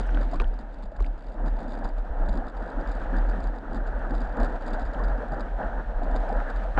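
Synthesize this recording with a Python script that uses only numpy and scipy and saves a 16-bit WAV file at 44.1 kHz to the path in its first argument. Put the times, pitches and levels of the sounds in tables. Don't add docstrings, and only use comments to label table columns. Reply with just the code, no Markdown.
import sys
import numpy as np
from scipy import signal
from scipy.fft import rfft, irfft, next_fast_len
from scipy.io import wavfile
from scipy.ndimage import map_coordinates

SR = 44100
rng = np.random.default_rng(int(sys.argv[2]) if len(sys.argv) > 2 else 0)


def linear_from_db(decibels):
    return 10 ** (np.asarray(decibels, float) / 20)


def to_wav(sig):
    pcm = np.clip(np.atleast_2d(sig), -1, 1) * 32767
    pcm = np.round(pcm).astype(np.int16)
    wavfile.write(sys.argv[1], SR, pcm.T)


N = 299770

# time in seconds, level in dB.
SPRAY_LEVEL = [(0.0, -60.5), (0.3, -61.5), (0.53, -68.5), (0.89, -73), (1.53, -68.5), (2.61, -66.5),
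               (3.22, -61), (3.69, -67.5), (4.37, -63.5), (5.24, -64), (5.41, -65), (6.0, -64.5),
               (6.19, -61), (6.8, -62)]
# time in seconds, flow in dB, froth relative to gurgle in dB.
FOAM_FLOW = [(0, -41, -5), (.4, -46.5, -6), (.8, -49, -7.5), (1.3, -53.5, -8), (1.9, -46, -7),
             (2.4, -43, -7), (2.7, -38.5, -5.5), (3.0, -40, -4.5), (3.6, -46, -5.5), (4.1, -37, -4.5),
             (4.6, -40.5, -5), (5.0, -53, -4.5), (5.5, -59, -4.5), (5.9, -46, -6), (6.3, -40.5, -9.5),
             (6.5, -38, -0.5), (6.72, -38, -8.5), (6.8, -55, 5)]
# peak time in seconds, slap level in dB,
# gurgle level in dB, rise in seconds, fall in seconds.
SURGES = [(.01, -26, -36, 0.014, 0.0069), (.14, -36, -41.5, 0.041, 0.29), (.35, -31.5, -38.5, 0.022, 0.019),
          (0.408, -32.5, -33, 0.01, 0.036), (.61, -45.5, -53, 0.099, 0.13), (.84, -47, -63, 0.068, 0.045),
          (1.0, -45.5, -45.5, 0.087, 0.36), (1.48, -34.5, -37, 0.084, 0.02),
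          (1.86, -37, -37.5, 0.38, 0.043), (2.29, -39, -37.5, 0.23, 0.18), (2.38, -37, -42.5, 0.14, 0.087),
          (2.8, -35.5, -39.5, 0.084, 0.059), (3.14, -35.5, -35.5, 0.12, 0.52),
          (3.76, -35, -39.5, 0.11, 0.05), (4.122, -34, -47, 0.062, 0.08), (4.4, -31, -31.5, 0.048, 0.11),
          (4.67, -40, -36.5, 0.025, 1), (5.03, -38.5, -34.5, 0.11, 0.29), (5.401, -36.5, -36.5, 0.22, 0.07),
          (5.63, -38.5, -32.5, 0.056, 0.1), (5.8, -39, -34.5, 0.053, 0.021), (6.16, -37, -33, 0.27, 0.07),
          (6.36, -36.5, -28.5, 0.12, 0.047), (6.785, -30, -31, 0.026, 0.14)]
# frequency in Hz, level in dB.
HEAVE_SPECTRUM = [(8, -20.5), (18, -3), (28, -6.5), (45, -1.5), (65, -14.5), (90, -43), (130, -120)]
SLAP_SPECTRUM = [(45, -120), (70, -8.5), (110, -7.5), (180, -3), (260, 1), (310, -2), (390, -7.5),
                 (520, -120)]
GURGLE_SPECTRUM = [(300, -120), (400, -8.5), (490, -3.5), (650, -1), (850, -3), (1000, -7.5), (1080, -16),
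                   (1300, -120)]
FROTH_SPECTRUM = [(850, -120), (1080, -7), (1350, -4), (1600, -3), (1800, -6.5), (2000, -17.5),
                  (2500, -120)]
SPRAY_SPECTRUM = [(1400, -120), (1900, -1), (2500, -6.5), (3200, -9), (4000, -12), (5000, -19.5),
                  (6000, -21.5), (7500, -25), (9500, -28.5), (11000, -120)]
# start in seconds, peak level in dB, pitch in Hz.
AIR_POCKETS = [(.206, -20.5, 547), (.331, -18, 670), (.341, -26, 1010), (.072, -33, 640), (.173, -29, 536),
               (.859, -31, 610), (.887, -34, 630), (.919, -28, 595), (.964, -37, 700), (1.303, -33, 514),
               (1.347, -28, 585), (1.397, -28, 680), (2.663, -30, 510), (0.417, -22, 448),
               (2.292, -23.5, 650), (2.421, -22.5, 734), (2.582, -28, 790), (5.0, -22, 1030),
               (3.402, -25, 704), (4.143, -34, 640), (4.197, -28, 710), (4.384, -24, 564), (4.54, -25, 640),
               (4.785, -21.5, 710), (5.321, -19.5, 772), (5.6, -19, 760), (5.794, -30, 594),
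               (6.019, -17, 675), (6.098, -23, 673), (6.234, -19, 637), (6.257, -32, 640),
               (6.3, -14.5, 726), (6.651, -19.5, 633), (6.776, -14.5, 790)]
# start in seconds, peak level in dB, pitch in Hz.
THUDS = [(0.128, -26, 332), (0.583, -37, 236), (0.827, -31, 215), (0.947, -39, 208), (1.098, -37, 190),
         (1.426, -25, 246), (1.456, -27.5, 157), (1.589, -42, 145), (1.673, -25.5, 255), (1.767, -33, 218),
         (1.838, -33, 196), (2.281, -21.5, 207), (2.329, -31, 186), (2.379, -24, 268), (2.767, -22.5, 290),
         (3.119, -27.5, 257), (3.169, -24, 277), (3.74, -26, 275.5), (3.966, -30.5, 232),
         (4.105, -21.5, 272.3), (4.198, -25.5, 250), (4.378, -24, 238), (4.658, -24, 250), (4.71, -24, 229),
         (4.959, -28, 274), (5.309, -24, 143), (5.392, -31, 308), (5.791, -31, 155), (6.023, -24.5, 286),
         (6.1, -24, 260), (6.154, -27, 254), (6.308, -26, 237), (6.369, -30, 284), (6.487, -32, 240)]
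# start in seconds, peak level
# in dB, pitch in Hz, crack level in dB.
DROPS = [(.032, -47, 3600, -5.5), (.066, -56, 7860, -7), (.074, -54, 5400, -16), (0.092, -29.5, 1530, -41),
         (.108, -54, 5800, -26), (0.1467, -37, 3130, -24), (0.153, -34.5, 1500, -15),
         (.173, -26.5, 1460, -33), (0.369, -30.5, 65.6, -58), (0.3996, -26.5, 2450, -20),
         (0.401, -38, 3870, -29), (.401, -23, 1180, -40), (.4016, -24.5, 386, -25),
         (0.4087, -35.5, 2620, -14.5), (0.418, -25.5, 960, -12), (0.4433, -40.5, 3050, -23),
         (0.984, -30.5, 70.4, -60), (0.992, -37, 1040, -25), (.998, -46, 2100, -21),
         (1.0047, -31, 1110, -19), (1.0062, -30, 400, -18), (1.0245, -49.5, 4000, -2.5),
         (1.045, -38, 2180, -18), (1.062, -46.5, 2660, -16), (4.947, -45, 3040, -22),
         (5.63, -46, 2760, -31), (6.403, -28, 1500, -24), (6.7729, -23, 1400, -46),
         (6.7766, -18, 1440, -46), (6.782, -16.5, 790, -40), (6.7849, -27.5, 90.4, -43)]
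# time in seconds, level in dB.
BREAK_TICKS = [(0.0032, -47.5), (0.2123, -49), (0.2203, -55), (0.2312, -52), (0.2432, -54), (0.3115, -62),
               (0.315, -51), (0.3186, -61), (0.3231, -53), (0.3354, -47), (0.3425, -48), (0.3575, -50),
               (0.3627, -55), (0.4112, -53), (0.4765, -57), (0.5397, -57.5), (0.5901, -51.5), (0.5986, -61),
               (0.6058, -62), (0.6112, -59), (0.7253, -65), (0.7332, -64), (0.7399, -64), (0.7433, -57.5),
               (0.7865, -61), (0.8246, -57), (0.8316, -56), (0.8381, -54), (0.8547, -63), (0.8582, -62),
               (0.918, -64), (0.9217, -67), (0.9631, -58), (0.9669, -56), (1.0513, -60), (1.0652, -54),
               (1.1307, -66), (1.1784, -61), (1.1887, -64), (1.1926, -60), (1.2076, -61), (1.2233, -60),
               (1.2377, -64), (1.2441, -62), (1.266, -61), (1.2696, -58), (1.2851, -59), (1.2987, -62),
               (1.3202, -60), (1.3255, -62), (1.3334, -64.5), (1.3424, -61), (1.4604, -50), (1.469, -53),
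               (1.4754, -57), (1.4814, -50.5), (1.4856, -61), (1.5685, -61), (1.5885, -54), (1.5926, -56)]
CHOP_TICKS = [(1.6038, -54), (1.6093, -57), (1.615, -59), (1.6297, -56), (1.634, -63), (1.642, -62),
              (1.6809, -53.5), (1.6882, -61), (1.6929, -56), (1.7026, -59), (1.7071, -57), (1.7129, -56),
              (1.7204, -53), (1.7251, -58), (1.7336, -52), (1.7402, -54), (1.7516, -55), (1.7766, -58),
              (1.7893, -54), (1.842, -52), (1.8458, -46.5), (1.8495, -53), (1.8546, -52.5), (1.8645, -57),
              (1.8779, -56), (1.8892, -51), (1.9823, -53), (1.9867, -66), (1.9936, -64), (2.0511, -62),
              (2.1901, -61), (2.2594, -58.5), (2.2874, -50), (2.2918, -47.5), (2.2961, -51), (2.3239, -61),
              (2.3295, -51), (2.34, -53.5), (2.3548, -53), (2.3585, -60), (2.3711, -58), (2.3747, -50),
              (2.4686, -57), (2.4823, -52), (2.4861, -55.5), (2.4979, -56), (2.5688, -56), (2.5728, -59),
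              (2.5775, -65), (2.5996, -63), (2.6086, -62), (2.6245, -56), (2.6378, -65), (2.6613, -56),
              (2.6773, -57), (2.6891, -61), (2.6926, -59), (2.6966, -62), (2.7023, -54), (2.7192, -60.5)]
FACE_TICKS = [(2.8015, -57), (2.8111, -54), (2.8738, -51), (2.8854, -59), (2.8904, -59), (2.894, -53),
              (2.9005, -65), (2.914, -53), (2.918, -49.5), (2.9216, -57), (2.9288, -58), (2.94, -59),
              (2.951, -61), (2.9517, -53), (2.9685, -57), (2.9994, -61), (3.0158, -60.5), (3.0366, -57),
              (3.1665, -48), (3.1723, -58), (3.1841, -51), (3.2655, -61), (3.289, -55), (3.298, -50),
              (3.3126, -57), (3.4042, -50), (3.4326, -58), (3.4404, -49.5), (3.4728, -54), (3.5505, -62),
              (3.5557, -67), (3.5607, -58), (3.579, -66), (3.5853, -55), (3.7114, -65), (3.7318, -52),
              (3.746, -48.5), (3.7567, -52), (3.7622, -56), (3.7658, -55), (3.77, -54.5), (3.8675, -58),
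              (3.8732, -55), (3.879, -56), (3.992, -58.5), (4.0966, -56), (4.1079, -51), (4.1404, -54),
              (4.144, -59), (4.15, -48), (4.158, -57), (4.1633, -55), (4.1808, -53), (4.2042, -53),
              (4.2063, -55), (4.2172, -50), (4.2437, -60), (4.25, -62), (4.253, -56), (4.2943, -59)]
TROUGH_TICKS = [(4.326, -59), (4.37, -51), (4.4014, -45.5), (4.406, -56), (4.412, -50), (4.4324, -41),
                (4.4464, -43), (4.455, -52), (4.496, -59), (4.5014, -58), (4.5254, -61), (4.557, -57),
                (4.5614, -58), (4.6103, -60), (4.611, -59), (4.6222, -54), (4.6613, -52), (4.666, -49),
                (4.676, -50), (4.6812, -47.5), (4.687, -52), (4.7054, -54), (4.733, -46), (4.7376, -49),
                (4.7448, -50), (4.748, -58), (4.7958, -48), (4.8004, -56), (4.8076, -51.5), (4.8158, -61),
                (4.8186, -54), (4.8271, -57), (4.853, -55), (4.8589, -60), (4.8623, -54), (4.8696, -59.5),
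                (4.8763, -59.5), (4.9344, -57), (4.9409, -53), (4.9933, -54), (5.0376, -49), (5.0452, -52),
                (5.0514, -55), (5.0828, -52), (5.0986, -60), (5.179, -60), (5.2838, -56.5), (5.3208, -52.5),
                (5.3347, -56), (5.3446, -57), (5.3962, -52), (5.4072, -46), (5.414, -54), (6.033, -55),
                (6.0402, -53), (6.0455, -58), (6.113, -52.5), (6.1547, -50), (6.1622, -42.5), (6.1677, -50)]
FOAM_TICKS = [(0.0084, -52), (0.0131, -49), (4.2364, -59), (4.274, -57), (6.2033, -54), (6.2916, -51.5),
              (6.327, -52.5), (6.3666, -55), (6.4934, -57), (6.5014, -48.5), (6.5068, -59), (6.561, -55),
              (6.57, -54.5), (6.6373, -54)]
# frequency in Hz, width in Hz, level in dB.
MOUNT_MODES = [(263, 170, 15.5), (760, 746, 16), (3600, 400, -0.5), (3950, 450, 0.5), (4710, 500, 1),
               (5080, 540, -7), (7030, 950, -9.5), (8000, 990, -12), (8940, 3500, -27.5)]
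# peak time in seconds, peak level in dB, half length in seconds, pitch in Hz.
EARLY_BUMPS = [(0.0, -24.5, 0.227, 40.3), (0.165, -20.5, 0.098, 36.9), (0.271, -25, 0.041, 36.75),
               (0.395, -24, 0.092, 29.82), (0.412, -16.5, 0.016, 30.2), (0.474, -19.5, 0.034, 32.5),
               (0.514, -28.5, 0.084, 38.4), (0.646, -32.5, 0.019, 31.2), (0.704, -35.5, 0.048, 36.27),
               (0.81, -30, 0.041, 34.86), (0.88, -28.5, 0.023, 35.5), (0.949, -39, 0.012, 34.4),
               (1.019, -19, 0.029, 35.3), (1.073, -23.5, 0.075, 35.33), (1.291, -32, 0.023, 37.4),
               (1.486, -22, 0.1163, 36.27), (1.856, -24.5, 0.018, 30.1), (1.856, -31.5, 0.674, 30.65),
               (1.935, -26, 0.025, 30.04), (2.005, -25, 0.049, 35.9), (2.115, -25, 0.015, 32.9),
               (2.222, -22, 0.068, 31.04), (2.313, -19.1, 0.024, 34.67), (2.382, -22.5, 0.032, 33.14),
               (2.454, -31, 0.021, 34.4), (2.607, -27, 0.0628, 39.6), (2.785, -21.5, 0.037, 33.64),
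               (2.892, -23, 0.029, 39.4), (2.961, -24.5, 0.048, 35.74), (3.037, -26.5, 0.031, 32.84),
               (3.178, -21.5, 0.1, 35.63), (3.296, -22.5, 0.133, 40.03)]
LATER_BUMPS = [(3.468, -21.5, 0.036, 37.22), (3.506, -31.5, 0.11, 37.86), (3.701, -27, 0.036, 29.45),
               (3.81, -23.3, 0.05, 36.12), (3.886, -24, 0.034, 35.43), (3.969, -22.5, 0.029, 38.6),
               (4.057, -26, 0.05, 33.43), (4.182, -21, 0.087, 37.5), (4.313, -27.5, 0.034, 39.3),
               (4.435, -20.5, 0.053, 35.17), (4.546, -29, 0.02, 37.9), (4.715, -31.5, 0.338, 29.51),
               (4.746, -25.5, 0.028, 32.04), (4.84, -25.5, 0.027, 41.3), (4.894, -26.0, 0.029, 38.66),
               (5.091, -21, 0.117, 40.02), (5.333, -27.0, 0.066, 37.34), (5.426, -28, 0.037, 34.2),
               (5.542, -26, 0.064, 37.55), (5.666, -26.5, 0.028, 36.17), (5.777, -24.5, 0.066, 38.86),
               (5.897, -24, 0.032, 38.78), (5.974, -22, 0.026, 33.22), (6.025, -25.5, 0.037, 31.14),
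               (6.085, -23.5, 0.038, 36.57), (6.14, -20.5, 0.023, 35.63), (6.2, -19.5, 0.044, 36.02),
               (6.283, -26.5, 0.054, 29.95), (6.372, -21.5, 0.05, 35.96), (6.476, -28, 0.065, 27.73),
               (6.567, -23.5, 0.05, 40.18), (6.672, -25.5, 0.091, 38.54), (6.79, -17.5, 0.031, 36)]


def unit(x):
    return x / np.sqrt(np.mean(x ** 2) + 1e-20)


def curves(rows):
    times, *columns = np.transpose(rows)
    return [np.interp(np.arange(N) / SR, times, column) for column in columns]


def wobble(rate):
    knots = rng.standard_normal(N // 200)
    return map_coordinates(knots, [np.arange(N) * rate / SR])


def filtered(x, response):
    size = next_fast_len(N + SR // 2)
    hz = np.fft.rfftfreq(size, 1 / SR)
    return irfft(rfft(x, size) * response(hz), size)[..., :N]


def coloured(x, points):
    f, db = np.transpose(points)
    return unit(filtered(x, lambda hz: linear_from_db(np.interp(np.log(hz + 1), np.log(f), db))))


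def add(track, start, sound):
    part = track[round(start * SR):][:len(sound)]
    part += sound[:len(part)]


def swells(s, db, rise, fall):
    coarse = np.arange(0, N, 32)
    late = coarse / SR - s[:, None]
    before = -late / np.abs(rise)[:, None]
    after = late / np.abs(fall)[:, None]
    away = np.where(late < 0, before, after)
    power = linear_from_db(2 * (db[:, None] - 10 * away)).sum(0)
    return np.interp(np.arange(N), coarse, power)


def bubbles(count, hz, spread, cycles, size_db):
    when, pitch, size = rng.random((count, 3)).T[:, :, None]
    sample = np.arange(640)
    turns = hz * np.exp(spread * (2 * pitch - 1)) * sample / SR
    level = linear_from_db(-size_db * np.log(1.02 - size))
    grain = level * np.exp(-turns / cycles) * np.sin(2 * np.pi * turns * (1 + 0.017 * turns))
    grain *= np.hanning(1280)[640:]
    at = (when * N).astype(int) + sample
    return unit(np.bincount(at.ravel(), grain.ravel())[:N])


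def churn(colour, grains, share, lumpy_db, surge):
    noise = coloured(rng.standard_normal(N), colour)
    mix = np.sqrt(1 - share) * noise + np.sqrt(share) * coloured(grains, colour)
    return unit(mix * linear_from_db(lumpy_db * wobble(22) + surge))


def spray(surge):
    level_db, = curves(SPRAY_LEVEL)
    grains = bubbles(count=5000, hz=3200, spread=0.6, cycles=3, size_db=4)
    mist = churn(SPRAY_SPECTRUM, grains, share=0.2, lumpy_db=0.8, surge=0.7 * surge)
    return linear_from_db(level_db + 2.0) * mist


def foam(surge):
    flow_db, fine_db = curves(FOAM_FLOW)
    s, slap_peak_db, gurgle_peak_db, rise, fall = np.transpose(SURGES)
    slap_flow_db = flow_db - 5.5
    slap_db = 10 * np.log10(swells(s, slap_peak_db, rise, fall) + linear_from_db(2 * slap_flow_db))
    gurgle_db = 10 * np.log10(swells(s, gurgle_peak_db, rise, fall) + linear_from_db(2 * flow_db))
    froth_db = gurgle_db + fine_db

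    large = bubbles(count=900, hz=230, spread=0.65, cycles=1.9, size_db=4)
    slap = churn(SLAP_SPECTRUM, large, share=0.2, lumpy_db=0.5, surge=surge)
    medium = bubbles(count=2500, hz=653.0, spread=0.54, cycles=3, size_db=2.0)
    gurgle = churn(GURGLE_SPECTRUM, medium, share=0.32, lumpy_db=-0.82, surge=surge)
    small = bubbles(count=4000, hz=1406, spread=0.28, cycles=4.5, size_db=4.0)
    froth = churn(FROTH_SPECTRUM, small, share=0.51, lumpy_db=-0.2, surge=surge)
    return linear_from_db(slap_db - 1.5) * slap + linear_from_db(gurgle_db - 0.9) * gurgle + linear_from_db(froth_db - 1.87) * froth


def drops():
    out, t = np.zeros(N), np.arange(SR // 10) / SR
    for s, db, hz, crack_db in DROPS:
        t60 = 0.015 * (hz / 1000) ** -0.65
        onset = 1 - np.exp(-(t * hz * 2.53) ** 2)
        tock = np.sin(2 * np.pi * hz * t) * linear_from_db(-60 * t / t60) * onset
        splash = np.convolve(rng.standard_normal(len(t)), np.hanning(8) / 2.5, 'same')
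        crack = splash * linear_from_db(crack_db - 60 * t / 0.0082)
        add(out, s, linear_from_db(db + 4.5) * (tock + crack))
    return out


def pockets():
    out, t = np.zeros(N), np.arange(SR // 10) / SR
    for s, db, hz in AIR_POCKETS:
        shape = (1 - np.exp(-t / 0.0012)) * linear_from_db(-60 * t / 0.044)
        phase = 2 * np.pi * hz * t * (1 + 3 * t) + 5.8 * rng.random()
        add(out, s, linear_from_db(db - 3.0) * shape * np.sin(phase))
    return out


def thuds():
    out, t = np.zeros(N), np.arange(SR // 10) / SR
    for s, db, hz in THUDS:
        shape = (1 - np.exp(-(t / 0.011) ** 2)) * linear_from_db(-60 * t / 0.08)
        phase = 2 * np.pi * hz * t * (1 - 1.5 * t) + 6 * rng.random()
        add(out, s, linear_from_db(db + 3.5) * shape * np.sin(phase))
    return out


def mount_response(hz):
    total = 0
    for k, (centre, width, db) in enumerate(MOUNT_MODES):
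        damping = 1j * hz * width
        mode = damping / (centre * centre - hz * hz + damping)
        total = total + (-1) ** k * linear_from_db(db) * mode ** 2
    return total


def mount():
    hits, t = np.zeros(N), np.arange(400) / SR
    for s, db in BREAK_TICKS + CHOP_TICKS + FACE_TICKS + TROUGH_TICKS + FOAM_TICKS:
        scuff = linear_from_db(-15.5 - 60 * t / 0.017) * rng.standard_normal(400)
        click = t == 0
        soon, late, weak = rng.random(3)
        add(hits, s - 0.0004, linear_from_db(db + 23.5) * (scuff + click))
        add(hits, s + 0.002 + 0.0016 * soon, linear_from_db([db + 18 - 5 * weak]))
        add(hits, s - 0.001 - 0.0031 * weak, linear_from_db([db - 8 * late]))
        add(hits, s + 0.0025 + 0.028 * late, linear_from_db([db + 16 - 6 * soon]))
    return filtered(hits, mount_response)


def board():
    s, db, half, hz = np.transpose(EARLY_BUMPS + LATER_BUMPS)[:, :, None]
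    idle_power = linear_from_db(2 * -42.5)
    coarse = np.arange(0, N, 64)
    each = linear_from_db(2 * (db - 10 * ((coarse / SR - s) / half) ** 2))
    power = each.sum(0) + idle_power
    pitch = ((each * hz).sum(0) + 38 * idle_power) / power
    clear = np.diff(s, axis=0, prepend=0) > 0.95 * (half + np.roll(half, 1))
    direction = (-1.) ** np.cumsum(clear, 0)
    side = np.tanh(3 * (each * direction).sum(0) / power)
    level_db = np.interp(np.arange(N), coarse, 10 * np.log10(power))
    pitch = np.interp(np.arange(N), coarse, pitch)
    side = np.interp(np.arange(N), coarse, side)

    turns = np.cumsum(1.03 * pitch * np.exp(0.03 * wobble(30))) / SR
    swing = np.cos(2 * np.pi * (turns - turns[-1]))
    bend = unit(linear_from_db(0.85 * wobble(34)) * swing) * side * np.sign(side[-1])
    heave = coloured(rng.standard_normal(N), HEAVE_SPECTRUM)
    return linear_from_db(level_db - 0.6) * bend + linear_from_db(0.9 * level_db - 15) * heave


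def scene():
    surge = 1.34 * wobble(30)
    water = spray(surge) + foam(surge) + drops() + pockets() + thuds()
    return (water + mount() + board())[None]


def top_cut(x):
    return signal.sosfilt(signal.butter(12, 10200, fs=SR, output="sos"), x)


def record(dry):
    squeezed = dry / (1 + np.abs(dry / 0.26) ** 4) ** (1 / 4)
    lowpass = signal.butter(15, 10100, fs=SR, output='sos')
    mix = signal.sosfiltfilt(lowpass, squeezed)
    return top_cut(mix)


dry = scene()
out = record(dry)
to_wav(out)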